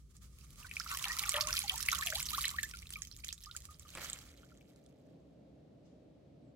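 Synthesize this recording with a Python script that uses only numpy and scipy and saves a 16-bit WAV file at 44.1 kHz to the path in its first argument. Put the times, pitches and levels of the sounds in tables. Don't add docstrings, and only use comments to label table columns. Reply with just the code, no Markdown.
import sys
import numpy as np
from scipy import signal
from scipy.fft import rfft, irfft, next_fast_len
from scipy.io import wavfile
from scipy.ndimage import uniform_filter1d

SR = 44100
rng = np.random.default_rng(int(sys.argv[2]) if len(sys.argv) > 2 else 0)


def dump_mix(stems):
    frames = np.atleast_2d(stems).T
    limited = np.clip(frames, -1, 1)
    pcm = np.round(limited * 32767).astype(np.int16)
    wavfile.write(sys.argv[1], SR, pcm)


N = 289146
T = np.arange(N) / SR


def amp(db):
    return 10 ** (np.asarray(db) / 20)


def evened(x):
    return x / np.sqrt(np.mean(x ** 2) + 1e-20)


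def read(points, hz):
    f, value = np.transpose(points)
    return np.interp(np.log(hz + 1), np.log(f + 1), value)


def level(rows):
    rows = np.asarray(rows)
    outside = np.maximum(np.maximum(rows[0, 0] - T, T - rows[-1, 0]), 0)
    return amp(np.interp(T, rows[:, 0], rows[:, 1])) * np.exp(-(10 * outside) ** 2)


def swell(s, db, rise_db_per_s, fall_db_per_s):
    drop_db = rise_db_per_s * np.maximum(s - T, 0) + fall_db_per_s * np.maximum(T - s, 0)
    return amp(db - np.minimum(drop_db, 200))


def wander(count, per_s):
    at = np.arange(count) * per_s / SR
    return np.interp(at, np.arange(512), rng.standard_normal(512))


def colour(x, points):
    size = next_fast_len(N + 4096)
    gain = amp(read(points, np.fft.rfftfreq(size, 1 / SR)))
    return irfft(rfft(x, size) * gain, size)[..., :N]


def resonate(x, hz, q):
    return signal.lfilter(*signal.iirpeak(hz, q, fs=SR), x)


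def add(mix, s, sound):
    part = mix[..., max(round(s * SR), 0):][..., :sound.shape[-1]]
    part += sound[..., :part.shape[-1]]


def place(sound, pan_db):
    lag = rng.integers(1, 9)
    left = np.pad(sound, (lag, 0)) * amp(pan_db / 2)
    right = np.pad(sound, (0, lag)) * amp(-pan_db / 2)
    return np.array([left, right])


def bubble(hz, life, glide, fall_db=13, onset=.0006, rough=0.38, wobble=0.031):
    t = np.arange(int(1.3 * life * SR) + 2) / SR
    age = t / life
    pitch = hz * glide ** (age ** 2) * (1 + wobble * wander(len(t), 120))
    ring = np.sin(2 * np.pi * np.cumsum(pitch) / SR) * (1 + rough * wander(len(t), 250))
    attack = 1 - np.exp(-t / onset)
    release = np.minimum((t[-1] - t) / (life / 2), 1)
    return ring * amp(-fall_db * age ** 1.5) * attack * release


def smack(hz, snap_db, crack=0.001373, spray=0.01, spray_db=-20, q=2.54):
    t = np.arange(2048) / SR
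    decay = np.exp(-t / crack) + amp(spray_db) * np.exp(-t / spray)
    burst = rng.standard_normal(len(t)) * decay
    cavity_hz = min(hz, SR / 3)
    ring = resonate(resonate(burst, cavity_hz, q), cavity_hz, q)
    band = signal.butter(3, [1700, 13000], "band", fs=SR)
    sound = signal.lfilter(*band, evened(ring) + amp(snap_db) * evened(burst))
    return sound / abs(sound).max()


def shower(grains, per_s, spread_db, flow, thinning=0.91, pan_db=3):
    out = np.zeros((2, N))
    density = np.clip((flow / flow.max()) ** thinning, .05, 1)
    for grain in grains:
        placed = place(grain, pan_db * rng.standard_normal())
        placed /= np.linalg.norm(placed)
        draws = rng.random((400, 3))
        for when, size, chance in draws[:int(per_s * N / SR / len(grains))]:
            share = density[int(when * N)]
            if chance < share:
                gain = amp(spread_db * min(-np.log(size), 3)) / np.sqrt(share)
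                add(out, when * N / SR, placed * gain)
    return evened(out)


# pitch_hz, relative_level_db (per Hz)
SPATTER_SPECTRUM = [(600, -49), (1000, -19.5), (2200, -7.5), (4000, -0.5), (7000, -0.5), (9000, -5),
                    (15500, -1)]


def spatter(gain_db=3.5, fizz_db=-5, gush_db=4.0):
    flow, pitches = falling(), np.geomspace(1800, 15000, 150)
    drops = [smack(hz, snap_db=7, crack=.0008) for hz in pitches]
    ticks = shower(drops, per_s=1300, spread_db=11, flow=flow, thinning=0.73)
    fizz = shower([bubble(hz, 10 / hz, 1.04) for hz in pitches], per_s=450, spread_db=4, flow=flow)
    unevenness = amp(gush_db * wander(N, 98))
    droplets = colour(ticks + amp(fizz_db) * fizz, SPATTER_SPECTRUM)
    return amp(gain_db) * flow * evened(unevenness * droplets)


def gurgle(gain_db=3.5, low_hz=950, high_hz=2800):
    flow, pitches = churn(), np.geomspace(low_hz, high_hz, 150)
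    grains = [bubble(hz, rng.uniform(8, 34) / hz, rng.uniform(.97, 1.18)) for hz in pitches]
    return amp(gain_db) * flow * shower(grains, per_s=640, spread_db=5.5, flow=flow, thinning=0.43)


def falling(gush_db=-4.5):
    return np.hypot(run_off(), amp(gush_db) * gushes())


def churn(runoff_db=-16, power=5.1):
    flow = run_off()
    return np.hypot(gushes(), amp(runoff_db) * flow * (flow / flow.max()) ** (power - 1))


# time_s, relative_level_db
RUNOFF_LEVEL = [(0.45, -72.5), (0.59, -65.5), (0.98, -46), (1.49, -46), (2.42, -44), (2.63, -55.5),
                (3.4, -61.5), (3.63, -68), (3.9, -63.5)]


def run_off():
    return level(RUNOFF_LEVEL)


# peak_s, relative_level_db
GUSH_PEAKS = [(0.649, -59.5), (0.926, -46), (1.07, -48.5), (1.24, -52.5), (1.37, -43.5), (1.489, -49.5),
              (1.72, -54), (1.94, -48), (2.46, -53.5)]


def gushes(rise_db_per_s=214.5, fall_db_per_s=132.5):
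    return sum(swell(s, db, rise_db_per_s, fall_db_per_s) for s, db in GUSH_PEAKS)


# start_s, pitch_hz, relative_peak_db, life_s, pitch_factor (reached after one life)
LARGE_BUBBLES = [(0.7673, 2540, -21.5, 0.0041, 0.89), (0.801, 1300, -37.5, 0.02, 3.5),
                 (0.862, 1236, -37.5, 0.0066, 1.3), (1.056, 806, -49, 0.029, 1.03),
                 (1.055, 1010, -45.5, .025, 1.1), (1.097, 1850, -34.5, 0.04, 1.15),
                 (1.215, 837, -56, 0.11, 1.03), (1.283, 1137, -45.5, 0.019, 0.92),
                 (1.341, 592, -40, 0.067, 1.09), (1.348, 1260, -39.5, 0.013, 1.2),
                 (1.375, 926, -34.5, 0.019, 0.96), (1.418, 1106, -51, .04, 1.03),
                 (1.42, 610, -51.5, 0.12, 1), (1.494, 1390, -36.5, .016, 1.18),
                 (1.639, 846, -44, 0.029, 0.95), (1.71, 730, -47, 0.049, 1.3),
                 (1.741, 900, -39.5, 0.031, 1.18), (1.886, 2170, -14.5, 0.0037, 0.97),
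                 (1.927, 1066, -33, 0.014, 2.6), (1.927, 1430, -28, 0.015, 0.98),
                 (1.987, 1070, -43.5, 0.061, 1.8), (2.022, 1656, -32, 0.02, 1.9),
                 (2.06, 700, -51.5, 0.066, .8), (2.124, 1460, -32.5, 0.01, 2.7),
                 (2.127, 624, -44.5, 0.099, 5.9), (2.331, 1197, -37.5, 0.035, 1.7),
                 (2.38, 1067, -33.5, 0.013, 1.6), (2.444, 1850, -30, 0.0082, 1.6),
                 (2.468, 2070, -38, 0.016, 1.2), (2.54, 1123, -46, 0.04, 1.8),
                 (2.585, 1750, -27, .013, 1.51), (2.634, 1620, -35, 0.027, 1.29),
                 (2.736, 1500, -43, 0.023, 0.95), (2.825, 2020, -44.5, 0.0082, 2.6),
                 (2.957, 2450, -33.5, 0.0093, 0.85), (2.962, 1270, -54, 0.05, 0.88),
                 (3.237, 2225, -39.5, 0.013, 7.1), (3.466, 1200, -52.5, 0.051, 1.2),
                 (3.548, 1370, -48, .015, 1.5), (3.687, 1220, -50.5, 0.038, 1.01),
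                 (3.851, 1210, -59, 0.025, 1.06), (4.432, 1405, -55, 0.017, 1.1),
                 (4.518, 1400, -57.5, 0.01, 1.04)]


def plinks(pan_db=0.0, burst_db=-11):
    out = np.zeros((2, N))
    for s, hz, db, life, glide in LARGE_BUBBLES:
        add(out, s, amp(db) * place(bubble(hz, life, glide), pan_db))
        add(out, s, amp(db + burst_db) * place(smack(2 * hz, -10.0), pan_db))
    return out


# start_s, relative_peak_db, ring_hz
LARGE_DROPS = [(0.167, -44, 8000), (0.713, -31, 2400), (0.7989, -23.5, 5220), (0.8906, -34, 4540),
               (1.042, -22, 2600), (1.0535, -24, 3320), (1.119, -27.5, 5140), (1.2367, -25.5, 2250),
               (1.293, -14, 6860), (1.3416, -19, 3130), (1.365, -21.5, 2860), (1.409, -18.5, 4550),
               (1.413, -20, 5960), (1.4718, -23, 6150), (1.5285, -18.5, 5440), (1.5676, -20.5, 4050),
               (1.5785, -24.5, 2440), (1.5908, -17, 9400), (1.6805, -27, 4260), (1.6955, -17, 3060),
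               (1.779, -26.5, 7700), (1.8866, -18, 2570), (1.9164, -20, 6000), (1.9835, -32, 6900),
               (2.071, -21.5, 2550), (2.1556, -23, 3740), (2.228, -23, 7700), (2.288, -29.5, 4330),
               (2.307, -25, 11800), (2.3473, -26, 3850), (2.4407, -23.5, 3000), (2.4542, -20, 3540),
               (2.48, -24, 7000), (2.4916, -27, 3930), (2.631, -20.5, 7870), (2.737, -38, 2330),
               (2.905, -32, 9150), (2.937, -33.5, 3350), (3.0199, -25, 6300), (3.114, -38.5, 4270),
               (3.2459, -29.5, 6440), (3.289, -26, 3470), (3.327, -28.5, 6770), (3.459, -40.5, 4660),
               (3.5123, -35.5, 3700), (3.565, -26, 7130), (3.6536, -35, 7940), (3.7957, -40, 6800),
               (4.6097, -56, 2390)]
# ring_hz, left_over_right_db
DROP_PAN = [(2200, 7), (4500, -9), (8000, -5)]


def drips(droplet_db=-14, lag=0.02, snap_db=-2.5, snap_db_per_octave=3, middle_hz=4500, crack=.001):
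    out = np.zeros((2, N))
    for s, db, hz in LARGE_DROPS:
        snap = snap_db + snap_db_per_octave * np.log2(hz / middle_hz)
        pan = read(DROP_PAN, hz)
        drop = smack(hz, snap, crack * np.sqrt(middle_hz / hz))
        add(out, s, amp(db) * place(drop, pan))
        for when, size, tone in rng.random((3, 3)):
            droplet = smack(hz * 2 ** (tone - .5), snap)
            add(out, s + when * lag, amp(db + droplet_db - 10 * size) * place(droplet, pan))
    return out


# time_s, relative_level_db
SWISH_LEVEL = [(0, -69.5), (.3, -63), (.55, -60.5), (.95, -49), (2.5, -55.5), (3.1, -69), (4.2, -62)]
# pitch_hz, relative_level_db (per Hz)
SWISH_SPECTRUM = [(500, -11.5), (2500, -5), (6500, 1), (9000, -1.5), (15000, -11.5)]


def swish(hollow_hz=1200, hollow_q=7, hollow_db=5, stir_db=4.5):
    hiss = colour(rng.standard_normal((2, N)), SWISH_SPECTRUM)
    hollow = resonate(hiss[1], hollow_hz, hollow_q)
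    unevenness = amp(stir_db * wander(N, 45))
    return level(SWISH_LEVEL) * evened((hiss + amp(hollow_db) * hollow) * unevenness)


# pitch_hz, relative_level_db
BASIN_MODES = [(604, -11.5), (934, -17), (1154, -4), (1402, -14), (2067, -2)]


def basin(x, ring_db=-8, width_hz=28):
    return x + amp(ring_db) * sum(amp(db) * resonate(x, hz, hz / width_hz) for hz, db in BASIN_MODES)


def slosh(gain_db=-13, power=1.3):
    stir = rng.standard_normal(N) * amp(4.85 * wander(N, 35))
    depth = churn()
    modes = sum(amp(db) * resonate(stir, hz, 24) for hz, db in BASIN_MODES)
    return amp(gain_db) * depth * (depth / depth.max()) ** (power - 1) * evened(modes)


# pitch_hz, relative_level_db (per Hz)
CRACKLE_SPECTRUM = [(500, 29), (1500, -5), (3500, -2), (5600, -3.5), (7200, -1), (10000, -9), (16000, -4)]


def leaves(crackle_db=-1.0, clump_db=1.5, press_s=4.042, grip_db_per_s=126):
    press = swell(press_s, -45.5, grip_db_per_s, 101.5)
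    settle = swell(press_s, -58.5, grip_db_per_s, 22.5)
    rustle = press + settle
    grains = [smack(hz, 2, crack=.0005, spray_db=-28) for hz in np.geomspace(1200, 14000, 60)]
    crackle = shower(grains, per_s=1700, spread_db=4.0, flow=rustle, thinning=0.11)
    clumps = amp(clump_db * wander(N, 75))
    return amp(crackle_db) * rustle * evened(colour(crackle, CRACKLE_SPECTRUM) * clumps)


# peak_s, relative_level_db
LANDINGS = [(3.953, -42.5), (3.972, -45.5)]
# pitch_hz, relative_level_db (per Hz)
FLOP_SPECTRUM = [(60, 19), (180, 22.8), (1200, 19.6), (2300, 21.7), (4000, 10), (12000, 0.57)]


def flop(gain_db=-1, landing_db_per_s=12000, slap_db_per_s=898, sag_db=-2.5, sag_db_per_s=87):
    slap = sum(swell(s, db, landing_db_per_s, slap_db_per_s) for s, db in LANDINGS)
    last_s, last_db = LANDINGS[-1]
    sag = swell(last_s, last_db + sag_db, landing_db_per_s, sag_db_per_s)
    clicks = rng.standard_normal(N) * (rng.random(N) < 3000 / SR)
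    return amp(gain_db) * (slap + sag) * evened(colour(clicks, FLOP_SPECTRUM))


# start_s, relative_peak_db
STEM_SNAPS = [(3.9515, -33.5), (4.0345, -45), (4.0995, -27), (4.1315, -26.5), (4.288, -63), (4.454, -55.5),
              (4.5742, -51), (4.761, -53.5), (4.863, -53)]


def snaps(low_hz=3800, high_hz=7500, low_db=-7, pan_db=-3, snap_db=-9, crack=0.00053, spray_db=-28):
    out = np.zeros((2, N))
    for s, db in STEM_SNAPS:
        low, high = (smack(hz, snap_db, crack, spray_db=spray_db) for hz in (low_hz, high_hz))
        add(out, s, amp(db) * place(high + amp(low_db) * low, pan_db))
    return out


# pitch_hz, left_gain_db
LEFT_SHADE = [(2000, -1), (4500, -5.5), (9000, -7), (14000, 0)]


def shade(x):
    return np.array([colour(x[0], LEFT_SHADE), x[1]])


def surroundings(x, rim_db=-10, rim_t60=0.052, yard_db=-19, yard_t60=0.23):
    t = np.arange(SR // 3) / SR
    rim, yard_tail = rng.standard_normal((2, 2, len(t)))
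    rim *= amp(-60 * t / rim_t60) * (t > .0006)
    yard_tail *= amp(-60 * t / yard_t60) * (t > .006)
    echo = amp(rim_db) * rim / np.linalg.norm(rim[0])
    echo += amp(yard_db) * yard_tail / np.linalg.norm(yard_tail[0])
    return x + signal.fftconvolve(x, echo, axes=1)[:, :N]


# pitch_hz, correlation (no unit)
SIDE_LIKENESS = [(200, 0.94), (600, 0.2)]


def distant(spectrum, swell_db):
    a, b = rfft(rng.standard_normal((2, N)))
    same = np.clip(read(SIDE_LIKENESS, np.fft.rfftfreq(N, 1 / SR)), -1, 1)
    sides = irfft(np.array([a, same * a + np.sqrt(1 - same ** 2) * b]), N)
    return evened(colour(sides, spectrum) * amp(swell_db * wander(N, 8)))


# time_s, level_db
RUMBLE_CURVE = [(0, -59), (1.5, -53), (2.6, -54), (4.2, -59), (4.8, -75)]
# pitch_hz, relative_level_db (per Hz)
RUMBLE_SPECTRUM = [(20, -38), (42, -9), (56, -2), (75, -5), (95, -13), (155, -14), (250, -25.5), (500, -35),
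                   (1200, -64.5), (4000, -79)]


def rumble():
    return level(RUMBLE_CURVE) * distant(RUMBLE_SPECTRUM, swell_db=1.5)


# time_s, level_db
YARD_CURVE = [(3.6, -73), (4.4, -62.5), (5, -60), (6.5, -59.5)]
# pitch_hz, relative_level_db (per Hz)
YARD_SPECTRUM = [(30, -47), (62, -4), (100, -10), (135, 1), (225, -6), (280, -1), (370, -10.5), (600, -8),
                 (950, -29), (1600, -35), (4000, -37), (8000, -48.5), (16000, -62)]


def yard():
    return level(YARD_CURVE) * distant(YARD_SPECTRUM, swell_db=0.5)


# peak_s, level_db
HISS_WISP = (5.858, -78)


def wisp(rise_db_per_s=700, fall_db_per_s=110):
    band = signal.butter(3, [2500, 7200], "band", fs=SR)
    hiss = signal.lfilter(*band, rng.standard_normal((2, N)))
    return swell(*HISS_WISP, rise_db_per_s, fall_db_per_s) * evened(hiss)


# start_s, length_s, first_hz, last_hz, peak_db
CHIRP = (6.41, .13, 8600, 6900, -91)


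def bird():
    s, length, first_hz, last_hz, db = CHIRP
    age = np.clip((T - s) / length, 0, 1)
    tremble = 150 * evened(uniform_filter1d(rng.standard_normal(N), 60))
    pitch = first_hz + (last_hz - first_hz) * age + tremble
    return amp(db) * np.sin(np.pi * age) * np.sin(2 * np.pi * np.cumsum(pitch) / SR)


def scene():
    water = basin(spatter() + gurgle() + plinks()) + slosh() + swish()
    near = shade(water + leaves() + flop()) + drips() + snaps()
    return surroundings(near) + rumble() + yard() + wisp() + bird()


def record(dry, edge_hz=16100):
    lowpass = signal.firwin(511, edge_hz, window=("kaiser", 9), fs=SR)
    return signal.oaconvolve(dry, lowpass[None], "same")


dry = scene()
out = record(dry)
dump_mix(out)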